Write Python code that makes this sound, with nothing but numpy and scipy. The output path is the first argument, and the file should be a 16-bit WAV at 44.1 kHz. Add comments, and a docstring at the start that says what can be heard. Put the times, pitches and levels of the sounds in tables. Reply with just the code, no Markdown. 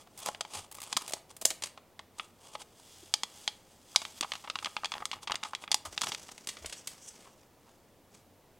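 """Emptying a plastic sachet

A sachet is turned in the fingers close by, then tipped and squeezed over a small bowl.
Each crease that buckles gives a snap, and the hollow pouch resonates like a small drum; film rubs
and powder hisses in between. The empty sachet is drawn away and crumpled further off in a quiet room."""
import sys
import numpy as np
from scipy import signal
from scipy.fft import rfft, irfft, next_fast_len
from scipy.io import wavfile
from scipy.ndimage import uniform_filter1d

SR = 44100
rng = np.random.default_rng(int(sys.argv[2]) if len(sys.argv) > 2 else 0)


def unload_wav(signal):
    """Save mono or channel-first audio to the path in sys.argv[1] as 16-bit WAV at rate SR, clipped to [-1, 1]."""
    wavfile.write(
        sys.argv[1],
        SR,
        np.round(np.clip(np.atleast_2d(signal).T, -1, 1) * 32767).astype(np.int16),
    )


N = 378907

# Reflected sound grows with the sachet's distance. 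Each row: time in seconds, reflected share in dB.
REFLECTED_SHARE = [(0, -19.5), (1.7, -12), (2.201, -19), (5.7, -19), (6.1, -20), (6.5, -9.5), (8.5, -4.5)]
# Spectrum of rubbed or bent film. Each row: frequency in Hz, relative level in dB.
FRICTION_SPECTRUM = [(100, -14), (170, -13.5), (450, -5.5), (1080, -0.5), (1650, -14), (2500, -8.5),
                     (5000, -9), (8800, -5), (16000, -31)]


def gain_of(db):
    """Decibels express an amplitude ratio on a logarithmic scale."""
    return 10 ** (np.asarray(db) / 20)


def unit_rms(x):
    """Normalisation brings a signal to unit mean power."""
    return x / np.sqrt(np.mean(x ** 2) + 1e-20)


def curve_at(points, hz):
    """Interpolation on a logarithmic frequency axis joins points into a curve."""
    frequencies, values = np.transpose(points)
    return np.interp(np.log(hz + 1), np.log(frequencies + 1), values)


def add(mix, start_s, sound):
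    """Superposition: a sound adds to the mix from its start time on."""
    part = mix[round(start_s * SR):][:len(sound)]
    part += sound[:len(part)]


def resonance(hz, centre_hz, q):
    """A damped resonator responds most at its centre frequency, more narrowly as Q rises."""
    return 1 / np.sqrt(1 + q ** 2 * (hz / centre_hz - centre_hz / (hz + 1)) ** 2)


def minimum_phase(gain):
    """Causality: a gain curve takes the phase of a body that rings only after it is struck."""
    log_gain = np.log(np.maximum(gain / gain.max(), 1e-5))
    mirrored = np.r_[log_gain, log_gain[-2:0:-1]]
    return np.exp(np.conj(signal.hilbert(mirrored)))[:len(gain)]


def room_tone(level_db=-62.5, hum_hz=93, hum_db=-75):
    """Noise only partly alike in left and right gives murmur and hiss; narrow-band noise, a wavering hum."""
    # Each row: frequency in Hz, relative level in dB.
    spectrum = [(25, -7.5), (120, -4), (210, -3.5), (300, -4.5), (560, -5.5), (900, -10), (1400, -17),
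                (4000, -22.5), (9000, -25.5), (16000, -25.5)]
    # Each row: frequency in Hz, correlation between left and right.
    correlations = [(30, .65), (100, 0.87), (500, 0.99), (3000, 1), (12000, .63)]
    size = next_fast_len(N, True)
    hz = np.fft.rfftfreq(size, 1 / SR)
    left, independent, hum_noise = rfft(rng.standard_normal((3, size)))
    correlation = curve_at(correlations, hz)
    right = correlation * left + np.sqrt(1 - correlation ** 2) * independent
    murmur = irfft(np.array([left, right]) * gain_of(curve_at(spectrum, hz)), size)[:, :N]
    hum = irfft(hum_noise * resonance(hz, hum_hz, q=8) ** 2, size)[:N]
    return gain_of(level_db) * unit_rms(murmur) + gain_of(hum_db) * unit_rms(hum)


def reverberation(x, build_s=0.0071):
    """A small room's diffuse field builds quickly and decays exponentially, sooner in the treble."""
    hz, t, noise = signal.stft(rng.standard_normal(SR // 2), SR, nperseg=256)
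    t60_s = curve_at([(500, 0.63), (6000, 0.24), (14000, 0.29)], hz)[:, None]
    colour_db = curve_at([(800, -3), (5000, 0.011)], hz)[:, None]
    decaying = noise * gain_of(colour_db) * np.exp(-np.log(1000) * t / t60_s)
    tail = signal.istft(decaying, SR, nperseg=256)[1]
    tail *= 1 - np.exp(-(np.arange(len(tail)) / SR / build_s) ** 2)
    return signal.fftconvolve(x, tail / np.linalg.norm(tail))[:N]


def remoteness_db(time_s):
    """Distance raises the reflected share by this much over its value at the closest position."""
    times, share_db = np.transpose(REFLECTED_SHARE)
    return np.interp(time_s, times, share_db) - share_db.min()


def local_colour_db(hz, time_s, bounce_s=0.000856, bounce_gain=0.044):
    """Narrow resonances weaken with distance; interference with a worktop reflection adds a comb."""
    # Modes of the pouch and the space round the bowl.
    # Each row: frequency in Hz, width in Hz, gain in dB at the closest position.
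    modes = [(841, 61, 8), (1253, 90, 3.5), (2858, 240, 5), (3340, 440, 7.5), (4930, 470, 4),
             (6340, 200, 4), (8600, 450, -1.5)]
    peaks_db = sum(db / (1 + (2 * (hz - centre) / width) ** 2) for centre, width, db in modes)
    nearness = gain_of(-remoteness_db(time_s))
    comb = abs(1 + bounce_gain * np.exp(-2j * np.pi * hz * bounce_s))
    return np.sqrt(nearness) * peaks_db + 20 * np.log10(comb)


def hand_bumps():
    """Each push of the hands is a soft transient, a few low cycles that swell and fade."""
    # Each row: start in seconds, peak level in dB, frequency in Hz, length in seconds.
    pushes = [(0.54, -51, 94, .094), (0.954, -44, 194, 0.011), (1.587, -56, 96, .091),
              (3.025, -49.5, 350, 0.019), (4.206, -38, 315, 0.013), (5.848, -50, 85.5, 0.069),
              (5.855, -60, 47.7, .11), (6.588, -51, 76, .12), (6.596, -58, 42.5, .15)]
    out = np.zeros(N)
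    for start, db, hz, length in pushes:
        t = np.arange(0, length, 1 / SR)
        cycles = np.sin(2 * np.pi * (hz * t + rng.random()))
        add(out, start, gain_of(db) * np.hanning(len(t)) * cycles)
    return out


def rustle(swells, spectrum, grains_per_s, smooth_share, flutter_db, grain_s=0.00022, size=2048):
    """Countless tiny contacts add in power: a hiss with larger grains, swelling with each movement."""
    # Each row of swells: time of the peak in seconds, level in dB, half width in seconds.
    # Each row of spectrum: frequency in Hz, relative level in dB.
    hz, t = np.fft.rfftfreq(size, 1 / SR), np.arange(N) / SR
    grain_db = 4 * np.minimum(rng.exponential(1, N), 3)
    grains = gain_of(grain_db) * (rng.random(N) < grains_per_s / SR)
    grain_power = abs(signal.oaconvolve(grains ** 2, np.exp(-t[:size] / grain_s))[:N])
    power = smooth_share + (1 - smooth_share) * grain_power / grain_power.mean()
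    contacts = np.sqrt(power) * rng.standard_normal(N)
    stick_slip = unit_rms(uniform_filter1d(rng.standard_normal(N), size=350))
    contacts *= gain_of(flutter_db * stick_slip)
    mean_time_s = np.mean(swells, axis=0)[0]
    colour_db = curve_at(spectrum, hz) + local_colour_db(hz, mean_time_s)
    sound = signal.oaconvolve(contacts, irfft(minimum_phase(gain_of(colour_db))))[:N]
    steps = t[::32]
    swell_power = sum((gain_of(db) / np.cosh(np.clip((steps - peak_s) / width, -20, 20))) ** 2
                      for peak_s, db, width in swells)
    return np.interp(t, steps, np.sqrt(swell_power)) * unit_rms(sound)


def powder_pour():
    """Powder gushes over the film into the bowl, its many small impacts merging into a hiss."""
    # Each row: time of the peak in seconds, level in dB, half width in seconds.
    gushes = [(2.97, -57, 0.14), (3.2, -70, 0.08), (3.41, -54.5, 0.094), (3.72, -64.5, .04),
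              (4.03, -52.5, 0.092), (4.18, -49.5, 0.0085), (4.34, -55, 0.089), (4.67, -55.5, 0.08),
              (4.92, -61, 0.11), (5.14, -56, .02)]
    # Each row: frequency in Hz, relative level in dB.
    spectrum = [(400, -18), (800, -4), (1600, -9), (3400, -5.5), (4400, -4.5), (8200, -1.5), (16000, -20)]
    return rustle(gushes, spectrum, grains_per_s=1000, smooth_share=0.69, flutter_db=1.1)


def empty_crumple():
    """Uneven contact of film on film makes the empty sachet rustle as it is taken away."""
    # Each row: time of the peak in seconds, level in dB, half width in seconds.
    movements = [(6.07, -43.5, 0.067), (6.2, -54, 0.13), (6.335, -61, 0.061), (6.55, -58, 0.18),
                 (6.77, -57, .025), (6.92, -53.5, 0.054), (7.15, -59.5, 0.12), (7.72, -72.5, 0.096),
                 (8.16, -61, .024)]
    # Each row: frequency in Hz, relative level in dB.
    spectrum = [(40, -13), (150, 1), (600, 0), (1700, -5.5), (2900, -6), (4000, -6), (5700, -1), (8000, -3),
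                (16000, -23)]
    return rustle(movements, spectrum, grains_per_s=210, smooth_share=0.93, flutter_db=4.7)


def empty_scrape():
    """Sliding friction gives brief, bright noise as the empty sachet is laid down."""
    # Each row: time of the peak in seconds, level in dB, half width in seconds.
    scrapes = [(6.785, -51, 0.012), (7.045, -53.5, 0.023), (7.086, -42.5, 0.0056)]
    # Each row: frequency in Hz, relative level in dB.
    spectrum = [(500, -24), (2000, -17), (3000, -9), (4300, -23), (5700, 0.5), (6800, -2.5), (8000, -0.5),
                (11000, -18), (16000, -30)]
    return rustle(scrapes, spectrum, grains_per_s=600, smooth_share=0.75, flutter_db=0.5)


def finger_rub():
    """Stick-slip friction of fingers on the sachet gives a fluttering hiss."""
    # Each row: time of the peak in seconds, level in dB, half width in seconds.
    strokes = [(.001, -53.5, 0.02), (.256, -44, 0.036), (.569, -41, 0.029), (2.225, -55, 0.029),
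               (2.465, -55.5, 0.034), (2.54, -54.5, 0.024), (2.608, -47.5, 0.0063), (5.235, -41.5, .0051),
               (5.475, -54.5, 0.028), (5.625, -50, 0.013)]
    return rustle(strokes, FRICTION_SPECTRUM, grains_per_s=450, smooth_share=0.93, flutter_db=3.25)


def wall_flex():
    """Flexure of the pouch wall under the fingers radiates short, dull bursts."""
    # Each row: time of the peak in seconds, level in dB, half width in seconds.
    presses = [(.073, -49.5, .0037), (1.172, -44, 0.0031), (3.951, -39, 0.00088), (4.788, -43, 0.0022),
               (4.97, -44.5, .012), (5.008, -40, 0.0052), (5.165, -49, 0.01), (5.312, -35.5, .004),
               (5.343, -32.5, 0.0023), (5.711, -40, 0.0014), (7.27, -55, .012), (7.675, -63, 0.013)]
    # Each row: frequency in Hz, relative level in dB.
    spectrum = [(300, -8.5), (1000, 2.5), (3500, -16.5), (7000, -21), (16000, -35.5)]
    return rustle(presses, spectrum, grains_per_s=120, smooth_share=0.3, flutter_db=3)


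def film_crackle():
    """Bending film sheds its stress in flurries of fine impulses."""
    # Each row: time of the peak in seconds, level in dB, half width in seconds.
    flurries = [(.77, -56, 0.01), (.87, -51.5, 0.028), (.918, -47, .008), (1.02, -42.5, 0.0049),
                (1.058, -50, .012), (1.309, -51, 0.0071), (2.187, -46, 0.0027), (2.8, -55.5, 0.0026)]
    return rustle(flurries, FRICTION_SPECTRUM, grains_per_s=900, smooth_share=0.22, flutter_db=0)


def buckle(start_s, energy_db, decay_s, brightness, pouch_db, scatter_s=0.006, size=4096):
    """A crease buckles in a burst of tiny slips that excites the resonances of crease and pouch."""
    # Response of the film. Each row: frequency in Hz, relative gain in dB.
    film_response = [(200, 13.5), (450, -1.5), (600, 0.5), (850, -2.5), (1200, 2.46), (1550, -1),
                     (2100, 2.3), (2700, -1.5), (3300, -4), (4100, -2.5), (5300, -5), (8500, 2.5),
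                     (11500, -3.8), (15000, -5)]
    # The pouch rings low when full or slack, higher when squeezed.
    # Each row: time in seconds, resonant frequency in Hz.
    pouch_tuning = [(0, 750), (.4, 800), (.95, 900), (1.14, 640), (1.5, 620), (1.7, 780), (2.2, 1150),
                    (2.55, 750), (3.5, 830), (4.4, 944), (5.55, 1020), (5.75, 820), (6.05, 1080),
                    (6.45, 540)]
    t, hz = np.arange(size) / SR, np.fft.rfftfreq(size, 1 / SR)
    age = t / decay_s
    burst = np.sqrt(age) * np.exp(-age)
    # Scattering from nearby walls counts for more in weak or distant snaps.
    scatter_db = -21 - 0.31 * energy_db + 0.85 * remoteness_db(start_s)
    scatter = gain_of(scatter_db) * (1 - np.exp(-age)) * np.exp(-t / scatter_s)
    slips = rfft((burst + scatter) * rng.standard_normal(size))
    broad_power = abs(uniform_filter1d(abs(slips) ** 2, size=130))
    slips *= minimum_phase(1 / np.sqrt(broad_power + 1e-12))  # flat overall, with fine peaks and dips
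    # A taut crease is brighter and higher; a strong snap rings more sharply.
    crease_hz, edge_hz = 4440 * 2 ** (0.4 * brightness), 7860 * 2 ** brightness
    crease_q = 1.72 * 2 ** (0.0864 * energy_db)
    crease = resonance(hz, crease_hz, crease_q) / np.sqrt(1 + (hz / edge_hz) ** 6)
    pouch_hz = np.interp(start_s, *np.transpose(pouch_tuning))
    pouch = gain_of(pouch_db) * resonance(hz, pouch_hz, q=1.304) ** 2
    colour = gain_of(curve_at(film_response, hz) + local_colour_db(hz, start_s))
    sound = irfft(slips * minimum_phase(np.hypot(crease, pouch) * colour))
    return gain_of(energy_db) * sound / np.linalg.norm(sound)


def small_snaps(snaps_per_s=75, decay_s=0.0019):
    """Under continued bending, small creases buckle at uneven intervals, each a little different."""
    # Each row: start and end in seconds, then the means of energy in dB, brightness in octaves
    # and pouch gain over the crease in dB.
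    spells = [(0.169, .21, -20.5, 3, -11), (0.71, 0.773, -24, 2.3, 2), (0.797, 0.845, -18, 1.1, -3),
              (1.066, 1.129, -17, 0.86, 1.5), (1.636, 1.678, -17, 0.54, -7), (7.147, 7.275, -34, 0.083, 11)]
    out = np.zeros(N)
    for start, end, energy_db, brightness, pouch_db in spells:
        count = max(1, round((end - start) * snaps_per_s))
        for k in range(count):
            onset = start + (end - start) * (k + rng.random()) / count
            strong, taut, hollow = rng.standard_normal(3)
            snap = buckle(onset, energy_db + 3 * strong, decay_s,
                          brightness + 0.07 * taut, pouch_db + 4 * hollow)
            add(out, onset, snap)
    return out


def clear_snaps():
    """Snap-through buckling: each crease that flips releases its elastic energy as one distinct snap."""
    # Each row: start in seconds, energy in dB, decay time in seconds, brightness in octaves,
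    # pouch gain over the crease in dB.
    flips = [(.2608, -7, .0008, 1.3, 8.5), (0.2672, -8.5, 0.0093, 0.25, 9.5),
             (0.2869, -5, 0.00055, 0.56, 17.5), (0.3474, -16, 0.00093, -0.86, -1),
             (0.4081, -5, 0.0021, 0.069, 3), (.45, -17, .001, -0.67, 9.5), (0.785, -20, 0.00052, 0.079, 11),
             (0.927, -4.5, 0.0019, 0.098, -0.5), (.967, -1.1, 0.00078, -0.15, -2),
             (0.9701, 0.5, 0.0011, 0.75, 1.5), (1.135, -4, 0.0014, 0.53, 3), (1.3656, -21, 0.0017, 2.2, 1),
             (1.413, -12.5, 0.0037, 1.7, 0), (1.4217, -14.5, 0.002, 1.1, 9.5),
             (1.4514, -2, 0.00093, 0.52, -2), (1.4542, 7.5, 0.00043, 1.38, -10.5),
             (1.504, -6, 0.0014, 0.62, -5), (1.5097, -11.5, 0.0021, -0.26, 2.5),
             (1.622, -11.5, 0.0025, 0.27, 0.5), (1.6361, -5.5, 0.0026, 0.26, -6),
             (1.7754, -20.5, 0.0013, -0.78, 9.5), (1.9924, -16.5, 0.0012, -0.58, 4.5),
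             (2.1968, -7.5, 0.00068, -1.15, -1.5), (2.552, -10.5, 0.0021, -0.62, 11.5),
             (2.6169, -19.5, 0.0036, 0.11, 0), (3.1391, 4.5, 0.00088, 0.27, -10.5),
             (3.2338, -3, 0.0012, 0.062, -1.5), (3.4776, 0, 0.00033, -0.33, -8.5),
             (3.9603, 8.5, 0.0011, 0.13, -11.5), (4.017, -12.5, 0.0031, -0.079, 7),
             (4.0515, -11.5, 0.00082, -0.74, -6), (4.2093, -2.5, 0.00084, 0.35, -9),
             (4.227, -9, 0.0022, -0.63, 3), (4.233, -8.5, 0.00066, -0.58, 3),
             (4.244, -10.5, .0022, -0.86, 15), (4.319, -5.5, .0011, -0.72, -4.5),
             (4.336, -13, 0.00068, -0.39, 1), (4.354, -14.5, .0004, -0.43, 2),
             (4.4394, -17.5, 0.0073, -0.52, 11), (4.4745, -14.5, 0.0033, -1.1, 8),
             (4.4996, -6, 0.00074, -0.49, 0.5), (4.5557, -5.5, 0.00089, -0.67, 3.5),
             (4.5881, -12, 0.00053, -0.73, -12), (4.626, -15.5, 0.0022, 0.011, 12),
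             (4.646, -7.5, 0.00083, -0.36, -15), (4.6578, -6, .0018, -0.51, 0),
             (4.668, -11.5, 0.0015, -1.4, 7), (4.7664, -4.5, 0.00063, -0.85, 0.5),
             (4.834, -11.5, 0.0011, -0.65, 23), (4.8455, -4.5, 0.00082, -0.46, -1.5),
             (4.8564, -7.5, 0.00082, -0.27, -2), (4.9191, -7.5, 0.00044, -0.43, 1),
             (4.9385, -10, 0.0011, -0.76, 1.5), (5.0217, -11, 0.0015, -0.28, 32),
             (5.0547, -5.5, 0.00066, 0.26, -4.5), (5.1148, -8.5, 0.00032, -0.52, -9),
             (5.1303, -9, 0.0043, -0.64, 3.5), (5.2729, -8, 0.0041, -0.62, 0),
             (5.2975, -8, 0.0019, -0.92, 13), (5.3192, -2.5, 0.0012, -0.37, 1.5),
             (5.3556, -7, 0.00066, -0.13, -9), (5.4307, -13, .0013, -1, -1),
             (5.435, -8.5, 0.00089, -0.21, -2), (5.4472, -10.5, 0.008, -0.17, 10),
             (5.533, -10, 0.0021, -.5, 18), (5.55, -7.6, 0.00052, -0.36, -20),
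             (5.6389, -15.5, 0.00042, -1.2, 4), (5.6776, -15.5, 0.00078, -1.24, -5),
             (5.7157, 3, 0.002, 0.23, -11.5), (5.7264, -8.5, .0011, -.1, -8),
             (5.744, 4, 0.00073, 0.55, -5.5), (5.8509, -10.5, 0.0093, .6, 9.5),
             (5.9777, -4, 0.00052, -0.5, -9), (6.0113, -12, .0004, 0.14, -5),
             (6.0174, -2, 0.00021, 0.34, -2.5), (6.0335, -5, 0.005, 0.083, 2.5),
             (6.0694, -8, 0.0018, -0.15, 3.5), (6.1194, -7, 0.00011, -0.37, -4),
             (6.1475, -9.5, 0.0011, -.25, -13), (6.2892, -20, 0.0027, -0.8, 9),
             (6.379, -21, 0.00076, 0.052, 0), (6.472, -9.5, .0009, 0.57, -2),
             (6.4878, -8, 0.0049, 0.27, -11), (6.569, -19.5, 0.0021, -0.64, 1),
             (6.645, -17, 0.003, -1.2, 10.5), (6.659, -11.5, 0.0018, .4, -7),
             (6.696, -18.5, 0.0033, 0.21, -6), (6.7246, -12, .0059, .1, -3), (6.8727, -9, .0025, 0.77, -12)]
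    out = np.zeros(N)
    for start, energy_db, decay_s, brightness, pouch_db in flips:
        add(out, start, buckle(start, energy_db, decay_s, brightness, pouch_db))
    return out


def scene():
    """Direct sound and reverberation superpose at the centre, over soft bumps and stereo room tone."""
    background = hand_bumps() + room_tone()
    sachet = clear_snaps() + finger_rub() + film_crackle() + wall_flex()
    sachet += powder_pour() + empty_crumple() + empty_scrape() + small_snaps()
    reflected_gain = gain_of(np.interp(np.arange(N) / SR, *np.transpose(REFLECTED_SHARE)))
    return sachet + reverberation(sachet * reflected_gain) + background


def record(dry, cutoff_hz=16200):
    """Band limiting: a linear-phase low-pass filter removes the highest treble."""
    low_pass = signal.firwin(255, cutoff_hz, window=("kaiser", 9), fs=SR)
    return signal.oaconvolve(dry, low_pass[None], "same")


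dry = scene()
out = record(dry)
unload_wav(out)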